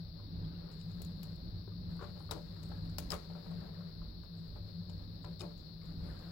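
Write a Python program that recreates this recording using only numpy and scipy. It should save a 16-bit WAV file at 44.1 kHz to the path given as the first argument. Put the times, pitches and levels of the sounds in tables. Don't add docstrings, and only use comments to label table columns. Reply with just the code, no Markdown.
import sys
import numpy as np
from scipy import signal
from scipy.fft import rfft, irfft, next_fast_len
from scipy.io import wavfile
from scipy.ndimage import uniform_filter1d, map_coordinates

SR = 44100
rng = np.random.default_rng(int(sys.argv[2]) if len(sys.argv) > 2 else 0)


def master_out(mix):
    frames = np.transpose(np.atleast_2d(mix))
    ceiling = np.clip(frames, -1, 1)
    pcm = np.round(ceiling * 32767).astype(np.int16)
    wavfile.write(sys.argv[1], SR, pcm)


N = 278271


def amp(db):
    return 10 ** (np.asarray(db) / 20)


def unit(x):
    return x / np.sqrt(np.mean(x ** 2) + 1e-20)


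def along(points, hz):
    f, v = np.transpose(points)
    return np.interp(np.log(hz + 1), np.log(f + 1), v)


def curves(rows):
    s, *columns = np.transpose(rows)
    return [np.interp(np.arange(N) / SR, s, column) for column in columns]


def filtered(x, response):
    n = x.shape[-1]
    fft_len = next_fast_len(n + SR // 8)
    spectrum = rfft(x, fft_len) * response(np.fft.rfftfreq(fft_len, 1 / SR))
    return irfft(spectrum, fft_len)[..., :n]


def noise(spectrum, shape):
    return unit(filtered(rng.standard_normal(shape), lambda hz: amp(along(spectrum, hz))))


def wobble(rate):
    knots = rng.standard_normal(int(N * rate / SR) + 4)
    return map_coordinates(knots, [np.arange(N) * rate / SR])


def spread(pair, alike, left_db):
    turn = np.arccos(np.clip(alike, -1, 1)) / 2
    mid = np.cos(turn) * pair[0]
    side = np.sin(turn) * pair[1]
    return unit(np.array([(mid + side) * amp(left_db), mid - side]))


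def add(track, s, sound):
    start = max(round(s * SR), 0)
    part = track[..., start:start + sound.shape[-1]]
    part += sound[..., :part.shape[-1]]


def fade(t, attack, t60):
    return (1 - np.exp(-t / attack)) * np.exp(-np.log(1000) * t / t60)


def ring(modes, t, attack, detune, pitch=1):
    hz, db, t60 = np.transpose(modes)[:, :, None]
    size, shift, phase = rng.standard_normal((3, len(modes), 1))
    mode_hz = pitch * hz * (1 + detune * shift)
    waves = np.sin(2 * np.pi * (mode_hz * t + phase))
    gains = amp(db + 1.8 * size)
    return np.sum(gains * waves * fade(t, attack, t60), axis=0) / np.linalg.norm(gains)


# frequency in Hz, t60 in s.
ROOM_T60 = [(200, 0.35), (1000, 0.25), (5000, 0.59), (15000, 0.22)]
ECHO_LUMP_DB, ECHO_MERGE_S = 7, 0.042


def in_room(pair, wet_db):
    hz, t, z = signal.stft(rng.standard_normal((2, SR // 2)), SR, nperseg=256)
    decay = fade(t, 0.0006, along(ROOM_T60, hz)[:, None])
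    tail = signal.istft(z * decay, SR, nperseg=256)[1]
    lumps = unit(uniform_filter1d(rng.standard_normal(tail.shape), SR // 1500, axis=1))
    merge = np.exp(-np.arange(tail.shape[1]) / SR / ECHO_MERGE_S)
    tail = tail * amp(ECHO_LUMP_DB * lumps * merge)
    wet = signal.fftconvolve(pair, tail / np.linalg.norm(tail[0]), axes=1)
    return pair + amp(wet_db) * wet[:, :pair.shape[-1]]


# start in seconds, relative level in dB, sharpness in dB,
# pitch of the free wire end in Hz, its ring over the crack in dB.
SNAPS = [(0.715, -61, 2, 7100, -3), (0.811, -63.5, -13, 7900, -7), (0.915, -66, -6, 6900, 3),
         (1.018, -41, 14.5, 11500, -12), (1.048, -51, 12.5, 6950, 1), (1.231, -43.5, 9.5, 11700, 0),
         (1.358, -60, 12, 7010, -16), (1.9659, -73, 7, 8650, 8), (2.025, -63, -5, 7500, -4),
         (2.043, -66, 3, 7200, -4), (2.1954, -62.5, 4, 11200, -3), (2.3099, -34.5, 7, 3880, 4.5),
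         (2.3113, -41, 2, 5160, 8), (2.3149, -41, -3, 5150, 4), (2.631, -52, 5, 7200, -6),
         (2.688, -60.5, 8.5, 11380, -10), (2.8965, -57.5, 0, 7600, -16), (2.9833, -32.5, 9.5, 5140, -9),
         (3.104, -38, 4, 5040, 8.5), (3.1179, -32.5, 5, 5080, 4), (3.133, -48.5, 2, 7190, -1),
         (3.15, -49, 9, 11000, -8), (3.165, -56, 4, 6640, -7), (3.511, -64, 4, 8500, -1),
         (4.237, -68, 4, 7800, -7), (4.479, -66, 19, 11600, -4), (4.8967, -56, -6, 7190, -7),
         (5.2465, -60, -6, 7000, -7), (5.3946, -53, -2, 6730, -10), (5.4023, -54, 0, 7400, -9),
         (5.4062, -44, -8, 4880, 2), (5.4155, -46.5, 3.5, 2450, 1.5), (5.576, -63, 8, 7160, -7),
         (5.8555, -63, 0, 7220, -1), (6.189, -67, 6, 7850, -3), (6.1952, -64, 6, 7360, -1)]


def clicks():
    out = np.zeros((2, N))
    for s, db, sharp_db, wire_hz, wire_db in SNAPS:
        add(out, s, click(db, sharp_db, wire_hz, wire_db))
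    return out


# frequency in Hz, relative level in dB.
CRACK_SPECTRUM = [(500, 9), (2000, -6), (2800, -2), (4500, 4), (6300, -5), (7400, -5), (8800, -3),
                  (10000, -5.5), (11200, 3.5), (12500, -1.5), (16000, 4.5)]
# mode in Hz, relative level in dB, t60 in s.
SCREW_MODES = [(2460, -20, 0.11), (2960, -10, 0.029), (3720, 0.5, 0.022), (3940, -14, 0.068),
               (4440, -10, 0.031), (4800, -4.5, 0.032), (5140, 2, 0.019)]
# mode in Hz, relative level in dB, t60 in s.
COPPER_MODES = [(6760, -3, 0.046), (7170, -1, 0.049), (7800, -1, 0.044), (8050, -10.5, 0.05),
                (10070, -25, 0.045), (10900, -2.5, 0.032)]
SCREW_DB, SCREW_LOSS_DB_PER_DB = -0.5, 1


def click(db, sharp_db, wire_hz, wire_db):
    t = np.arange(SR // 3) / SR
    colour = [(hz, level + np.interp(hz, [8000, 13000], [0, sharp_db - 12.5]))
              for hz, level in CRACK_SPECTRUM]
    chatter = unit(amp(10.0 * noise([(300, -12), (900, 9), (2000, -52)], len(t))))
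    scatter = amp(-14.5) * chatter * fade(t, 0.0016, 0.11)
    crack = noise(colour, (2, len(t))) * (fade(t, 0.00042, 0.015) + scatter)
    overtones = amp(-13.5) * ring(COPPER_MODES, t, attack=0.00071, detune=0.0011)
    screw_gain = amp(SCREW_DB - SCREW_LOSS_DB_PER_DB * sharp_db)
    screw = screw_gain * ring(SCREW_MODES, t, attack=0.0009, detune=0.0088)
    wire = amp(wire_db) * np.sin(2 * np.pi * wire_hz * t) * fade(t, 0.001, 0.016)
    return amp(db + 1.0) * (in_room(crack, wet_db=-10.0) + wire + overtones + screw)


# start in seconds, relative strength in dB,
# hardness in dB over the strength, thud in dB over the strength, contact pitch in Hz, thud t60 in s.
HOUSING_KNOCKS = [(0.195, -62, 2, -3, 1140, 0.05), (0.641, -61, -3, -6, 1080, 0.05),
                  (1.004, -61.5, -2, 16, 800, 0.029), (1.677, -70.5, 15, 29.5, 1020, 0.026),
                  (1.719, -76, 18.5, -10, 1220, 0.032), (1.993, -59.5, 13, -3, 1100, 0.03),
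                  (2.003, -64, 14, 12, 1200, 0.03), (2.012, -55.5, 14, 16, 1120, 0.024),
                  (2.024, -56.5, 17, 22, 1110, 0.021), (2.042, -60.5, 18, 13, 1150, 0.025),
                  (2.204, -67.5, 19, 8, 820, 0.06), (2.291, -58.5, 12, -2, 1150, 0.038),
                  (2.3103, -51.5, 13, 4, 900, 0.051), (2.319, -51.5, 16.5, 9, 980, 0.16),
                  (2.334, -58, 4, 11, 560, 0.18), (2.361, -51.5, 2, -1, 981, 0.081),
                  (2.716, -57.5, 15, -8, 810, 0.05), (2.984, -54.5, 10, -1, 1090, 0.06),
                  (3.107, -50, 4, -12, 1100, 0.05), (3.1215, -52, 13, -18, 1860, 0.05),
                  (3.1245, -47.5, 14, -22, 1270, 0.043), (3.131, -50, 14.5, -14, 1100, 0.073),
                  (3.3, -55.5, 7.5, 0, 740, 0.05), (3.351, -53, 4, -12, 1124, 0.045),
                  (3.462, -58.5, 5, -4, 907, 0.05), (3.512, -56.5, 4, -1, 752, 0.09),
                  (3.69, -63, 6, -5, 744, 0.051), (3.808, -66, 11, -6, 1270, 0.05),
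                  (4.017, -64, 12.5, -4, 1000, 0.045), (4.235, -70, 14, -8, 1120, 0.04),
                  (4.555, -57, 7, -2, 710, 0.05), (4.89, -59, -9, 6, 905, 0.06),
                  (4.995, -67, 8, -3, 900, 0.05), (5.022, -67.5, 9, 0, 990, 0.05),
                  (5.244, -58, 16, -6, 1050, 0.054), (5.261, -55.5, -3, -3, 970, 0.078),
                  (5.408, -60, 12, 10, 1120, 0.1), (5.414, -55, 8, 5, 840, 0.22),
                  (5.428, -48.5, -5, 1.5, 588, 0.25), (6.049, -58, -13, 4, 930, 0.067)]


def knocks():
    out = np.zeros((2, N))
    for s, db, hard_db, thud_db, contact_hz, thud_s in HOUSING_KNOCKS:
        add(out, s, knock(db, hard_db, thud_db, contact_hz, thud_s))
    return out


# frequency in Hz, relative level in dB.
BLOW_SPECTRUM = [(150, -13), (400, 2.5), (650, -6), (1200, -2), (1600, -5), (2100, -22.5), (4000, -15.5),
                 (8000, -46)]
# frequency in Hz, relative level in dB.
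BOOM_SPECTRUM = [(200, -40), (430, 2.5), (600, 0), (850, -0.5), (1400, -17), (2200, -20), (5000, -38.5)]
# mode in Hz, relative level in dB, t60 in s.
JACKET_MODES = [(306.6, -1, 0.19), (383.4, -4.5, 0.39), (447.6, 1, 0.3), (509, -3, 0.25), (586.6, 6, 0.26),
                (870, -8.5, 0.09), (1007, -12, 0.17), (1095, -7, 0.17), (1306, -5.5, 0.14),
                (1610, -15.5, 0.15)]
CONTACT_SCATTER = 0.025
THUD_HZ, THUD_SAG_HZ, THUD_SAG_S = 295, 108.4, 0.018


def knock(db, hard_db, thud_db, contact_hz, thud_s):
    t = np.arange(SR // 2) / SR
    blow = amp(-7.5) * noise(BLOW_SPECTRUM, (2, len(t))) * fade(t, 0.00089, 0.046)
    housing_modes = [(1, 0, 0.031), (1.27, -1, 0.014)]
    plastic = amp(-2.5) * ring(housing_modes, t, attack=0.00023, detune=CONTACT_SCATTER, pitch=contact_hz)
    boom = noise(BOOM_SPECTRUM, (2, len(t))) * fade(t, 0.0039, 0.16)
    steel = amp(0.5) * ring(JACKET_MODES, t, attack=0.0014, detune=0.0038)
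    cycles = np.cumsum(THUD_HZ + THUD_SAG_HZ * np.exp(-t / THUD_SAG_S)) / SR
    thud = amp(-1.5) * np.sin(2 * np.pi * (cycles + rng.random())) * fade(t, 0.00061, thud_s)
    dry_knock = amp(hard_db) * (blow + plastic) + boom + steel + amp(thud_db) * thud
    return amp(db) * in_room(dry_knock, wet_db=-3.5)


# start in seconds, length in seconds,
# dull rubbing in relative dB, fine scratching in relative dB.
FINGER_STROKES = [(0.376, 0.29, -71, -101), (0.702, 0.61, -73, -89), (1.878, 0.38, -70.5, -87.5),
                  (2.423, 0.52, -69.5, -86.5), (2.998, 0.53, -69.5, -88), (3.463, 0.42, -69.5, -93),
                  (4.353, 0.7, -79.5, -93.5), (5.265, 0.4, -77.5, -93.5), (5.804, 0.2, -69.5, -88),
                  (6.001, 0.33, -67.5, -85.5)]
BUMP_GAP_S, BUMP_DB, BUMP_SCATTER_DB = 0.15, 2, 6.5


def bumps():
    out = np.zeros((2, N))
    for start, length, rub_db, _ in FINGER_STROKES:
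        for place in rng.random(round(length / BUMP_GAP_S)):
            db = rub_db + BUMP_DB + BUMP_SCATTER_DB * rng.standard_normal()
            contact_hz = 1000 * np.exp(0.25 * rng.standard_normal())
            bump = knock(db, hard_db=0, thud_db=-14.5, contact_hz=contact_hz, thud_s=0.022)
            add(out, start + place * length, bump)
    return out


SLIP_SCATTER_DB = 0.5


def slip(db, hz, t60):
    t = np.arange(SR // 30) / SR
    gain = amp(db + SLIP_SCATTER_DB * rng.standard_normal())
    return gain * np.sin(2 * np.pi * hz * t) * fade(t, 0.00052, t60)


def skids(rows, rate, pitch_scatter, rise, t60):
    out = np.zeros((2, N))
    for start, length, db, hz in rows:
        count = round(length * rate)
        for size, place in zip(rng.standard_normal(count), rng.random(count)):
            slip_hz = hz * np.exp(pitch_scatter * size + rise * (place - 0.5))
            envelope = np.sin(np.pi * place)
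            add(out, start + place * length, envelope * slip(db, slip_hz, t60))
    return in_room(out, wet_db=-3.0)


# start in seconds, length in seconds,
# relative level of a slip in dB, centre pitch in Hz.
FINGERTIP_SKIDS = [(0.17, 0.06, -63, 1090), (0.64, 0.073, -61, 1160), (1.992, 0.052, -49, 1160),
                   (2.33, 0.067, -52, 700), (3.12, 0.047, -54, 1840), (3.58, 0.16, -60, 716),
                   (3.638, 0.059, -59, 1130), (3.786, 0.06, -58.5, 1340), (4.541, 0.052, -60, 1270),
                   (5.82, 0.18, -72, 1350), (6.04, 0.1, -64, 756), (6.065, 0.066, -54, 1530),
                   (6.185, 0.045, -55, 870), (6.2, 0.15, -60.5, 1500), (6.24, 0.07, -56, 680)]
# start in seconds, length in seconds,
# relative level of a slip in dB, centre pitch in Hz.
COPPER_GRAZES = [(0.705, 0.046, -67, 7300), (0.77, 0.065, -65, 7700), (0.85, 0.099, -75, 6900),
                 (2.005, 0.038, -64, 7460), (2.185, 0.065, -65, 10450), (2.615, 0.06, -63, 8000),
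                 (3.2, 0.17, -84, 7440), (4.36, 0.046, -69, 7600), (4.88, 0.057, -69, 7200),
                 (5.222, 0.02, -66, 7130), (5.56, 0.06, -69, 7200), (6.05, 0.074, -67, 10000)]
SCRAPE_SLIPS_PER_S, GRAZE_SLIPS_PER_S = 320, 550


def scrapes():
    fingertip = skids(FINGERTIP_SKIDS, SCRAPE_SLIPS_PER_S, pitch_scatter=0.11, rise=0.2, t60=0.014)
    copper = skids(COPPER_GRAZES, GRAZE_SLIPS_PER_S, pitch_scatter=0.094, rise=0.03, t60=0.0056)
    return fingertip + copper


RUSTLE_PER_S = 49
RUSTLE_DB, RUSTLE_HZ = 6.5, 1003
CRACKLE_DB, CRACKLE_HZ = 17, 7700


def rustle():
    out = np.zeros((2, N))
    for start, length, rub_db, scratch_db in FINGER_STROKES:
        for place in rng.random(round(length * RUSTLE_PER_S)):
            skin_hz = RUSTLE_HZ * np.exp(0.33 * rng.standard_normal())
            copper_hz = CRACKLE_HZ * np.exp(0.14 * rng.standard_normal())
            skin = slip(rub_db + RUSTLE_DB, skin_hz, t60=0.019)
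            copper = slip(scratch_db + CRACKLE_DB, copper_hz, t60=0.0039)
            add(out, start + place * length, skin + copper)
    return in_room(out, wet_db=3.0)


STROKE_ATTACK_S, STROKE_RELEASE_S = 0.042, 0.37
REST_RUB_DB, REST_SCRATCH_DB = -70.5, -100


def stroke_gains():
    t = np.arange(N) / SR
    power = amp([[REST_RUB_DB], [REST_SCRATCH_DB]]) ** 2
    for start, length, rub_db, scratch_db in FINGER_STROKES:
        corners_s = np.cumsum([0, STROKE_ATTACK_S, abs(length - STROKE_ATTACK_S), STROKE_RELEASE_S])
        shape = np.interp(t - start, corners_s, [0, 1, 1, 0])
        power = power + (amp([[rub_db], [scratch_db]]) * shape) ** 2
    return np.sqrt(power)


# frequency in Hz, relative level in dB.
SKIN_SPECTRUM = [(150, -19.5), (350, 6), (580, 2.5), (750, -6), (1200, -10.5), (1650, -12), (2300, -18.5),
                 (4000, -14.5), (6000, -49)]
RASP_SPECTRUM = [(600, -14.5), (1100, -2.5), (1600, -3.5), (1900, -5.5), (2400, -12.5), (5000, -34)]
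SCRATCH_SPECTRUM = [(2000, 1.5), (5000, 27), (6100, 3.2), (7200, 9), (8500, 0.5), (9800, 4.3),
                    (11500, 10.8), (16000, 6.5)]
RASP_FROM_DB = -56


def copper_overtones(hz):
    peaks = [amp(db) / (1 + ((hz - mode_hz) / 70) ** 2) for mode_hz, db, _ in COPPER_MODES]
    return 1 + sum(peaks)


def rubbing():
    rub_gain, scratch_gain = stroke_gains()
    grip_db = 1.26 * wobble(30)
    skin_noise = spread(noise(SKIN_SPECTRUM, (2, N)), alike=0.025, left_db=3)
    skin = skin_noise * unit(amp(grip_db + 0.86 * wobble(180)))
    firmness = rub_gain / amp(RASP_FROM_DB)
    rasp_noise = spread(noise(RASP_SPECTRUM, (2, N)), alike=0.082, left_db=2)
    rasp = firmness * rasp_noise * unit(amp(grip_db + 1.1 * wobble(250)))
    scratch_noise = filtered(noise(SCRATCH_SPECTRUM, (2, N)), copper_overtones)
    scratch = spread(scratch_noise, alike=0.24, left_db=18)
    copper = scratch * unit(amp(grip_db + 1.6 * wobble(700)))
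    return amp(5.0) * rub_gain * (skin + rasp) + amp(15.0) * scratch_gain * copper


# frequency in Hz, relative level in dB.
RUMBLE_SPECTRUM = [(10, -11.5), (25, 2.5), (55, 8), (85, 6), (130, -6.5), (220, -5.5), (300, -8),
                   (420, -21.5), (700, -26.5), (1500, -32.5), (3000, -46), (6000, -82.5)]
HISS_SPECTRUM = [(2400, -29.5), (3300, -23), (3550, -8), (3900, -2.5), (4250, 3.5), (4600, -0.5),
                 (5000, -6.5), (5450, -13.5), (5800, -25.5), (6200, -78)]
AIR_SPECTRUM = [(6000, -43), (10000, -19), (11500, -6), (14000, -3.5), (15800, 0.5)]
# centre in Hz, width in Hz.
HUM_RESONANCES = [(101, 8.5), (168, 14.2)]
# time in seconds, then relative levels
# in dB of the lower resonance, the upper resonance and the rumble.
HUM_LEVEL = [(0.0, -51, -47.5, -52.5), (0.26, -54.5, -56.5, -51.5), (0.38, -44.5, -44, -49.5),
             (0.7, -61, -50, -50.5), (0.84, -50.5, -45, -58), (1.12, -56.5, -45, -50.5),
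             (1.7, -47.5, -53.5, -52), (1.84, -51, -43.5, -48.5), (2.24, -51.5, -51.5, -49.5),
             (2.5, -54.5, -49, -51.5), (2.82, -47, -46, -48), (3.24, -58.5, -50, -52),
             (3.58, -54.5, -43.5, -53), (4.26, -58.5, -55.5, -51), (4.4, -52, -46.5, -54),
             (4.58, -51, -57.5, -47.5), (4.84, -49, -43.5, -51), (5.04, -51, -55, -52.5),
             (5.46, -52, -46.5, -51), (5.6, -65.5, -56, -54), (5.88, -51.5, -48, -53),
             (6.3, -54, -49, -52.5)]
HUM_WAVER_DB, HUM_WAVER_PER_S = 0.6, 6
HUM_LAG_S = 0.00031


def background():
    *hum_dbs, rumble_db = curves(HUM_LEVEL)
    rumble = spread(noise(RUMBLE_SPECTRUM, (2, N)), alike=0.92, left_db=-1.3)
    low = amp(rumble_db + 3.4 * wobble(6.0)) * rumble
    for (centre_hz, width_hz), db in zip(HUM_RESONANCES, hum_dbs):
        resonance = lambda hz: 1 / (1 + 2 * ((hz - centre_hz) / width_hz) ** 2)
        hum = spread(filtered(rng.standard_normal((2, N)), resonance), alike=0.97, left_db=2.5)
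        slow_power = np.abs(uniform_filter1d(np.mean(hum ** 2, axis=0), size=SR // 4)) + 1e-6
        waver = amp(HUM_WAVER_DB * wobble(HUM_WAVER_PER_S))
        low += amp(db) * unit(waver * hum / np.sqrt(slow_power))
    lag_s = np.array([[HUM_LAG_S], [0]])
    low = filtered(low, lambda hz: np.exp(-2j * np.pi * hz * lag_s))
    hiss = amp(-59.0) * spread(noise(HISS_SPECTRUM, (2, N)), alike=0.12, left_db=21.0)
    air = amp(-72.5) * spread(noise(AIR_SPECTRUM, (2, N)), alike=0.066, left_db=-1.0)
    return low + hiss + air


# frequency in Hz, level difference in dB.
LEFT_OVER_RIGHT = [(200, 16), (500, 5.5), (1100, 6), (2200, 16), (4000, 26.5), (8000, 30), (11000, 20),
                   (15000, 5)]


def near_left(hz):
    shade = amp(-along(LEFT_OVER_RIGHT, hz))
    return 2 * np.array([np.ones_like(hz), shade]) / (1 + shade)


def scene():
    contacts = clicks() + knocks() + bumps() + scrapes() + rustle()
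    return filtered(contacts, near_left) + rubbing() + background()


TOP_HZ = 15950


def record(dry):
    return filtered(dry, lambda hz: hz < TOP_HZ)


dry = scene()
out = record(dry)
master_out(out)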